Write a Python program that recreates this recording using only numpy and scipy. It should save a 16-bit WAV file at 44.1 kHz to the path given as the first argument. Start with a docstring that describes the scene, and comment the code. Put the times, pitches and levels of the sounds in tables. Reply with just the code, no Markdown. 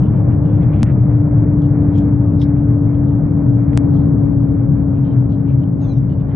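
"""Maglev braking, cabin interior

Seat position in a maglev train slowing gently in a tunnel, two-channel microphones on a hand-held camera.
Close all round, air rushes over the hull: filtered noise booms, thumps and hisses, over a low sway.
Guideway coils passing below give a hum that sinks with the speed; equipment whines thinly, nearly buried.
Two sharp clicks are sudden steps that relax, the first with a soft knock. Struck resonances of the trim
tick, grainy friction noise gives the scuffs of handling, and a faint rough tone falls near the end."""
import sys
import numpy as np
from scipy import signal
from scipy.fft import rfft, irfft
from scipy.io import wavfile
from scipy.ndimage import uniform_filter1d, minimum_filter1d

SR = 44100
rng = np.random.default_rng(int(sys.argv[2]) if len(sys.argv) > 2 else 0)


def wav_record(signal):
    """Record a signal, one row per channel, as 16-bit PCM in the file named by sys.argv[1]."""
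    frames = np.transpose(np.atleast_2d(signal))
    bounded = np.clip(frames, -1, 1)
    # unit amplitude maps onto the largest positive 16-bit level
    quanta = np.round(bounded * 32767).astype(np.int16)
    wavfile.write(sys.argv[1], SR, quanta)


N = 280331  # length in samples

TOP_HZ = 10400  # upper limit of the microphone channel

# air load on the hull, which drives both boom and hiss: [t/s, level/dB]
AIR_LOAD = [(0, 1.5), (.95, 1.1), (1.6, 0.7), (3.4, -0.96), (3.95, 0.5), (4.7, -0.87), (5.35, -1.5),
            (6.05, -3), (6.36, -3)]
# relative noise spectra of boom, hiss and body sway: [f/Hz, level/dB per Hz]
BOOM_SPECTRUM = [(15, -45), (46, -23), (60, -11.5), (72, -8.7), (88, -8), (101, -3), (123, -2.3), (157, -4),
                 (190, -10.7), (240, -17), (305, -19), (360, -29), (480, -50), (1200, -120)]
HISS_SPECTRUM = [(220, -30.5), (320, 4.5), (380, -1.5), (430, 2.5), (500, -0.5), (580, -2.5), (680, -6.5),
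                 (1000, -13.5), (1500, -22), (2000, -31), (2400, -35.5), (2750, -53), (3600, -69),
                 (6000, -82.5), (10000, -95.5)]
SWAY_SPECTRUM = [(8, -32), (22, -6.5), (38, -1.5), (55, -8.5), (110, -34.5), (500, -120)]
# the part in which the microphones differ: [f/Hz, side minus mid level/dB]
MIC_DIFFERENCE = [(25, -10), (60, -14.5), (110, -22.5), (170, -16.5), (250, -16.5), (310, -18), (390, -7.5),
                  (560, -11.5), (900, -8.5), (2000, -2), (8000, -10)]
# lean towards the left microphone: [f/Hz, lean/dB, of which the left gains 0.37 and the right loses 0.32]
MIC_LEAN = [(30, -4), (60, 1.9), (115, 3), (170, 3), (260, 2.5), (340, -5), (540, 1), (680, -7.5),
            (1000, -3.5), (1800, -3), (4000, 1.5)]
# levels at a load of 0 dB; the hiss grows faster with the load (dB per dB)
BOOM_DB, HISS_DB, HISS_GROWTH = -13.5, -32.5, 1.3
# eddies buffet the hull at random and make the boom throb (rms dB)
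THROB_DB, THROBS_PER_S = 0.45, 15
# the treble of the hiss varies in level at random above this edge (rms dB)
HISS_EDGE_HZ, TREBLE_VARIATION_DB, TREBLE_STEPS_PER_S = 1750, 3, 16

# the ride: [t/s, speed/(km/h)]
TRAIN_SPEED = [(0, 477), (1, 473.3), (3, 463.24), (6.36, 446.31)]
COIL_PITCH_M = .45
# coil hum, swelling as its pitch sinks through a cabin resonance:
# [t/s, left microphone level/dB, right microphone level/dB]
HUM_LEVELS = [(0, -20.5, -33.5), (.5, -21, -32), (.82, -21, -29.5), (1.1, -18.5, -26), (1.7, -16, -20.5),
              (3.2, -17, -24.5), (4.1, -14, -27), (4.9, -17.5, -28.5), (5.6, -18.5, -33),
              (6.36, -23.5, -35.5)]
# weaker lines locked to the coils: [multiple of the coil rate, left level/dB, right level/dB]
HUM_ORDERS = [(.75, -41, -39.5), (1.5, -44, -50.5), (1.75, -65, -59), (2, -55.5, -49)]
# steady whine of on-board equipment, before panning: [f/Hz, level/dB]
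EQUIPMENT_TONES = [(600, -51.5), (700, -58.5)]

# the clearer scuffs of handling, level before sag and panning:
# [start t/s, level/dB, length/s before release, centre f/Hz]
SCUFFS = [(0.013, -53, 0.063, 2850), (0.105, -59.5, 0.091, 2570), (0.28, -59, 0.064, 2420),
          (0.426, -59.5, 0.15, 2800), (0.597, -47.5, 0.045, 2030), (0.712, -48.5, 0.11, 2400),
          (0.838, -40.5, 0.071, 1600), (1.09, -52, 0.044, 1930), (1.611, -59, 0.053, 3200),
          (1.921, -52, 0.079, 3190), (1.964, -52, 0.022, 5030), (2, -55, .025, 3000),
          (2.23, -62.5, 0.16, 2200), (2.387, -46.5, 0.048, 3920), (2.55, -61.5, 0.053, 2500),
          (2.922, -58.5, 0.034, 2630), (3.054, -63, 0.072, 3270), (3.92, -61.5, 0.098, 3530),
          (4.93, -59, .07, 2410), (5.027, -57.5, 0.11, 2800), (5.287, -59, 0.063, 3830),
          (5.459, -53.5, 0.061, 2540), (5.605, -57, 0.038, 3010), (5.792, -58.5, 0.063, 3780),
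          (5.89, -67.5, 0.11, 3020), (5.977, -69, .06, 2270), (6.079, -57, 0.057, 3060),
          (6.183, -58, 0.039, 2920), (6.269, -61, 0.074, 3160)]
# a scuff catches quickly, weakens as it slides and lets go:
# the sag is taken once at the start and twice by the end of the slide
SCUFF_ATTACK_S, SCUFF_SAG_DB, SCUFF_RELEASE_S = 0.025, 3, .013
HARD_RUB_HZ = 3300  # rubs centred below this are soft cloth, those above it hard plastic
SLIPS_PER_S, SLIP_SPREAD_DB = 630, 4  # surfaces stick and slip in tiny grains

# the biggest eddies stand out as low thumps, level relative to BUFFET_DB:
# [t/s, level/dB, half length/s to 1/e, f/Hz]
BUFFETS = [(0.297, -8, 0.068, 127), (0.558, 1, 0.025, 111), (0.663, 5.5, 0.025, 113.5),
           (0.963, 3, 0.018, 132), (1.024, 5, 0.038, 123), (1.182, 0, 0.045, 115.3),
           (1.382, 2.5, 0.052, 120.5), (1.721, 3.5, 0.028, 136), (2.19, 2, .04, 115),
           (2.69, -0.5, .04, 122), (2.871, 0, 0.03, 111), (3.053, -1.5, 0.025, 117.6),
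           (3.245, 1.5, 0.021, 123), (3.49, 4, 0.032, 124.6), (3.574, 3.5, 0.021, 122.4),
           (3.755, -0.5, 0.034, 119.4), (3.952, -3, 0.05, 165), (4.159, -2.5, 0.025, 133.3),
           (4.404, 0, 0.037, 131), (4.71, 5, 0.033, 142.5), (5.006, 0.5, 0.021, 137),
           (5.164, 1, 0.059, 125.7), (5.57, 2, 0.048, 131.6), (6.029, -0.5, 0.088, 128.3)]
BUFFET_DB, BUFFET_WIDTH = -15.5, 0.28  # width / centre of each single resonance

# light ticks of plastic trim, peak 6 dB above the level given, before panning:
# [t/s, level/dB, brightness of the contact f/Hz, decay/s, left minus right/dB]
TICKS = [(0.629, -49, 1500, .006, -6), (1.619, -55, 9500, .003, -8.5), (1.655, -57, 3500, .004, -5.5),
         (1.955, -52, 5040, .004, -9.5), (1.982, -52.5, 9100, .007, -14), (2.416, -36, 6000, 0.0072, -8),
         (3.7316, -46.5, 1200, 0.00087, -21), (3.968, -56.5, 9040, .006, -8),
         (5.319, -57, 8000, .006, -5.5)]
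# what the trim rings with: [f/Hz, width / centre of a single resonance, level/dB]
TRIM_MODES = [(1350, .45, -4.5), (2100, 0.43, -1), (3280, 0.17, 4.5), (4240, 0.17, -12.5), (5930, 0.22, -9),
              (8500, .25, -14.5)]

# sharp clicks, each a sudden step that relaxes:
# [t/s, step height/dB before panning, relaxation/s, bright edge f/Hz, left minus right/dB]
CLICKS = [(0.831, -6.5, 0.0023, 5250, 3.5), (3.7752, -4, 0.0019, 7660, 2)]
# a soft knock in the car body swells just ahead of the first click
KNOCK_LEAD_S, KNOCK_DB, KNOCK_HZ, KNOCK_HALF_S = 0.0061, -11, 220, 0.022

# a faint falling tone near 850 Hz, with much weaker rough treble bands above it,
# before stutter and panning: [f/Hz at its start, level/dB]
SQUEAK_BANDS = [(850, -53), (2700, -67), (3700, -67), (4450, -67), (6500, -69), (7000, -70)]
# the pitch falls as the rub slows, one step per catch
SQUEAK_S, SQUEAK_LENGTH_S, SQUEAK_FALL_OCT_PER_S = 5.805, 0.19, 1.8
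SQUEAK_STEP_S = 0.031  # time between catches


def undb(db):
    """Decibels to gain."""
    return 10 ** (np.asarray(db) / 20)


def curves(table):
    """Each column of a table joined by straight lines in time."""
    s, *columns = np.transpose(table)
    return [np.interp(np.arange(N) / SR, s, column) for column in columns]


def colour(x, points, power=1):
    """Filter by (Hz, dB) points joined on a log-frequency axis, the dB scaled by power."""
    hz, db = np.transpose(points)
    bins = np.maximum(np.fft.rfftfreq(N, 1 / SR), 1)
    response_db = power * np.interp(np.log(bins), np.log(hz), db)
    return irfft(rfft(x) * undb(response_db), N)


def low_pass(order, hz):
    """Butterworth sections that dull a sound above the edge."""
    return signal.butter(order, hz, fs=SR, output="sos")


def resonate(x, hz, width):
    """A resonance applied twice, for steep sides; width is a share of the centre for one pass."""
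    b, a = signal.iirpeak(hz, 1 / width, fs=SR)
    return signal.lfilter(b, a, signal.lfilter(b, a, x))


def unit(x):
    """Scale to rms 1."""
    return x / np.sqrt(np.mean(x ** 2))


def walk(rate):
    """Chance drift of rms 1: random levels held 1 / rate s and slewed twice."""
    k = int(SR / rate)
    held = np.repeat(rng.standard_normal(N // k + 1), k)[:N]
    return unit(uniform_filter1d(uniform_filter1d(held, k), k))


def pan(db):
    """Left and right gains for a level difference."""
    return undb(np.array([[db], [-db]]) / 2)


def cabin_field(spectrum):
    """Turbulence through the hull: long waves reach both microphones alike, short ones do not."""
    mid = unit(colour(rng.standard_normal(N), spectrum))
    side = unit(colour(rng.standard_normal(N), spectrum))
    side = colour(side, MIC_DIFFERENCE)
    left = colour(mid + side, MIC_LEAN, 0.37)
    right = colour(mid - side, MIC_LEAN, -0.32)
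    return np.array([left, right])


def uneven_treble(hiss):
    """The treble of the hiss varies in level at random above the edge."""
    body = signal.sosfiltfilt(low_pass(4, HISS_EDGE_HZ), hiss)
    return body + (hiss - body) * undb(TREBLE_VARIATION_DB * walk(TREBLE_STEPS_PER_S))


def air_rush(flutter_db=0.86, settle_s=0.085, sway_db=-36.5, sway_swell_db=2):
    """Turbulence drives a throbbing boom, a slow body sway below it, and a hiss fluttering with the eddies."""
    load_db, = curves(AIR_LOAD)
    boom, hiss = cabin_field(BOOM_SPECTRUM), cabin_field(HISS_SPECTRUM)
    sway = cabin_field(SWAY_SPECTRUM)
    # the boom throbs quickly, but over longer spans its power follows the air load
    span = int(settle_s * SR)
    power = uniform_filter1d(boom.mean(axis=0) ** 2, span)
    boom = boom / np.sqrt(uniform_filter1d(power, span // 2))
    boom = boom * undb(BOOM_DB + load_db + THROB_DB * walk(THROBS_PER_S))
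    hiss_db = HISS_DB + HISS_GROWTH * load_db + flutter_db * walk(14)
    hiss = uneven_treble(hiss) * undb(hiss_db)
    sway = sway * undb(sway_db + sway_swell_db * walk(1.5))
    return boom + buffets(boom) + hiss + sway


def coil_hum(tremble_db=0.9, waver_db=1.0, wander_rad=0.94):
    """Every guideway coil tugs at the magnets as it passes: rate = speed / coil pitch."""
    speed_kmh, = curves(TRAIN_SPEED)
    coil_hz = speed_kmh / 3.6 / COIL_PITCH_M
    phase = 2 * np.pi * np.cumsum(coil_hz) / SR
    hum_db = np.array(curves(HUM_LEVELS)) + tremble_db * walk(13)
    out = undb(hum_db) * np.sin(phase)
    for order, left_db, right_db in HUM_ORDERS:
        line = undb(waver_db * walk(2.6)) * np.sin(order * phase + wander_rad * walk(3.3))
        out = out + undb([[left_db], [right_db]]) * line
    return np.sqrt(2) * out  # table levels are rms


def equipment(waver_db=2, wander_rad=.5, pan_db=-2):
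    """Thin steady tones, nearly buried in the rush, waver in level and phase."""
    t = np.arange(N) / SR
    tones = 0
    for hz, db in EQUIPMENT_TONES:
        level = undb(db + waver_db * walk(6.7))
        tones = tones + level * np.sin(2 * np.pi * hz * t + wander_rad * walk(3.4))
    return np.sqrt(2) * pan(pan_db) * tones


def surface(friction, hz, width=0.3, band_db=2, band_width=0.045, reach=2.1, count=3):
    """Friction noise around a broad centre, random narrow bands colour it; low rubs are duller and smoother."""
    hardness = hz / HARD_RUB_HZ
    bands = 0
    for octaves in rng.uniform(-.55, .5, count):
        bands = bands + resonate(friction, hz * 2 ** octaves, band_width)
    broad = resonate(friction, hz, width / min(hardness, 1))
    rub = broad + undb(band_db) * hardness ** 2 * bands
    return unit(signal.sosfilt(low_pass(4, min(reach * hz, TOP_HZ)), rub))


def scuffs(pan_db=-3, smooth_db=-4, apart_db=-6, grip_db=0.5, grips_per_s=80):
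    """Rubs of cloth and plastic: stick-slip grains over smooth friction noise, with an uneven grip."""
    slips = (rng.random(N) < SLIPS_PER_S / SR) * rng.choice([-1, 1], N)
    slips = slips * undb(SLIP_SPREAD_DB * rng.standard_normal(N))
    friction = unit(slips) + undb(smooth_db) * rng.standard_normal(N)
    friction = friction + undb(apart_db) * rng.standard_normal((2, N))  # differs between microphones
    friction = friction * undb(grip_db * walk(grips_per_s))
    out = np.zeros((2, N))
    for s, db, length_s, hz in SCUFFS:
        span = slice(int(s * SR), int((s + length_s + 10 * SCUFF_RELEASE_S) * SR))
        rub = surface(friction[:, span], hz)
        t = np.arange(rub.shape[1]) / SR
        catch = np.minimum(t / SCUFF_ATTACK_S, 1)
        sag = undb(SCUFF_SAG_DB * (-1.0 - t / length_s))
        release = np.exp(-np.maximum(t - length_s, 0) / SCUFF_RELEASE_S)
        out[:, span] += undb(db) * catch * sag * release * rub
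    return pan(pan_db) * out


def buffets(boom):
    """Each large eddy briefly rings the cabin at a pitch of its own, on top of the boom."""
    out = np.zeros((2, N))
    for s, db, half_s, hz in BUFFETS:
        span = slice(int((s - 4 * half_s) * SR), int((s + 4 * half_s) * SR))
        ring = resonate(boom[:, span], hz, BUFFET_WIDTH)
        swell = np.exp(-((np.arange(N)[span] / SR - s) / half_s) ** 2)
        # level is set by the left microphone, weighted to the height of the swell
        loudness = np.sqrt(np.average(ring[0] ** 2, weights=swell ** 2))
        out[:, span] += undb(BUFFET_DB + db) * swell * ring / loudness
    return out


def fittings():
    """Brief contacts ring the damped modes of the plastic trim."""
    t, ticks = np.arange(N) / SR, 0
    for s, db, bright_hz, decay_s, pan_db in TICKS:
        contact = rng.standard_normal(N) * (t >= s) * np.exp(-abs(t - s) / decay_s)
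        contact = signal.sosfilt(low_pass(2, bright_hz), contact)
        ring = sum(undb(mode_db) * resonate(contact, hz, width) for hz, width, mode_db in TRIM_MODES)
        ticks = ticks + 2 * undb(db) * pan(pan_db) * ring / abs(ring).max()
    return ticks


def knock(pan_db=2):
    """The car body gives a few low cycles that swell and die away."""
    t = np.arange(N) / SR - (CLICKS[0][0] - KNOCK_LEAD_S)
    swell = np.exp(-(t / KNOCK_HALF_S) ** 2)
    return undb(KNOCK_DB) * pan(pan_db) * swell * np.sin(2 * np.pi * KNOCK_HZ * t)


def clicks(lead_share=0.59, edge_db=-19, edge_s=0.00023):
    """The level is drawn down briefly, snaps up within a sample with a very short bright edge, and relaxes."""
    out = 0
    for s, db, relax_s, edge_hz, pan_db in CLICKS:
        t = np.arange(N) / SR - s
        step = np.where(t < 0, -lead_share, 1 - lead_share) * np.exp(-abs(t) / relax_s)
        edge = (t >= 0) * np.exp(-abs(t) / edge_s) * np.sin(2 * np.pi * edge_hz * t)
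        out = out + undb(db) * pan(pan_db) * (step + undb(edge_db) * edge)
    return out


def squeak(jitter=0.013, stutter_db=6, pan_db=-2):
    """A faint tone and weaker rough treble bands stutter and sink a step each time the rub catches."""
    t = np.clip(np.arange(N) / SR - SQUEAK_S, 0, SQUEAK_LENGTH_S)
    pitch = 2 ** (-SQUEAK_FALL_OCT_PER_S * (t - t % SQUEAK_STEP_S))
    bands = 0
    for hz, db in SQUEAK_BANDS:
        level = undb(db + stutter_db * walk(70))
        rough_pitch = pitch * (1 + jitter * walk(1200))
        bands = bands + level * np.sin(2 * np.pi * hz * np.cumsum(rough_pitch) / SR)
    swell = np.sqrt(2 * abs(np.sin(np.pi * t / SQUEAK_LENGTH_S)))
    return swell * pan(pan_db) * bands


def scene():
    """Everything heard from the seat."""
    ride = air_rush() + coil_hum() + equipment()
    return ride + scuffs() + fittings() + knock() + clicks() + squeak()


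def record(dry, ceiling_db=-1.0):
    """The camera's limiter eases the gain down around the highest peaks; the top is cut."""
    span = int(.012 * SR)
    peak = abs(dry).max(axis=0) + 1e-9
    allowed = np.minimum(1, undb(ceiling_db) / peak)
    held = minimum_filter1d(allowed, 2 * span)
    gain = uniform_filter1d(uniform_filter1d(held, span), span)
    top_cut = signal.ellip(10, .2, 80, TOP_HZ, fs=SR, output="sos")
    return signal.sosfilt(top_cut, dry * gain)


dry = scene()
out = record(dry)
wav_record(out)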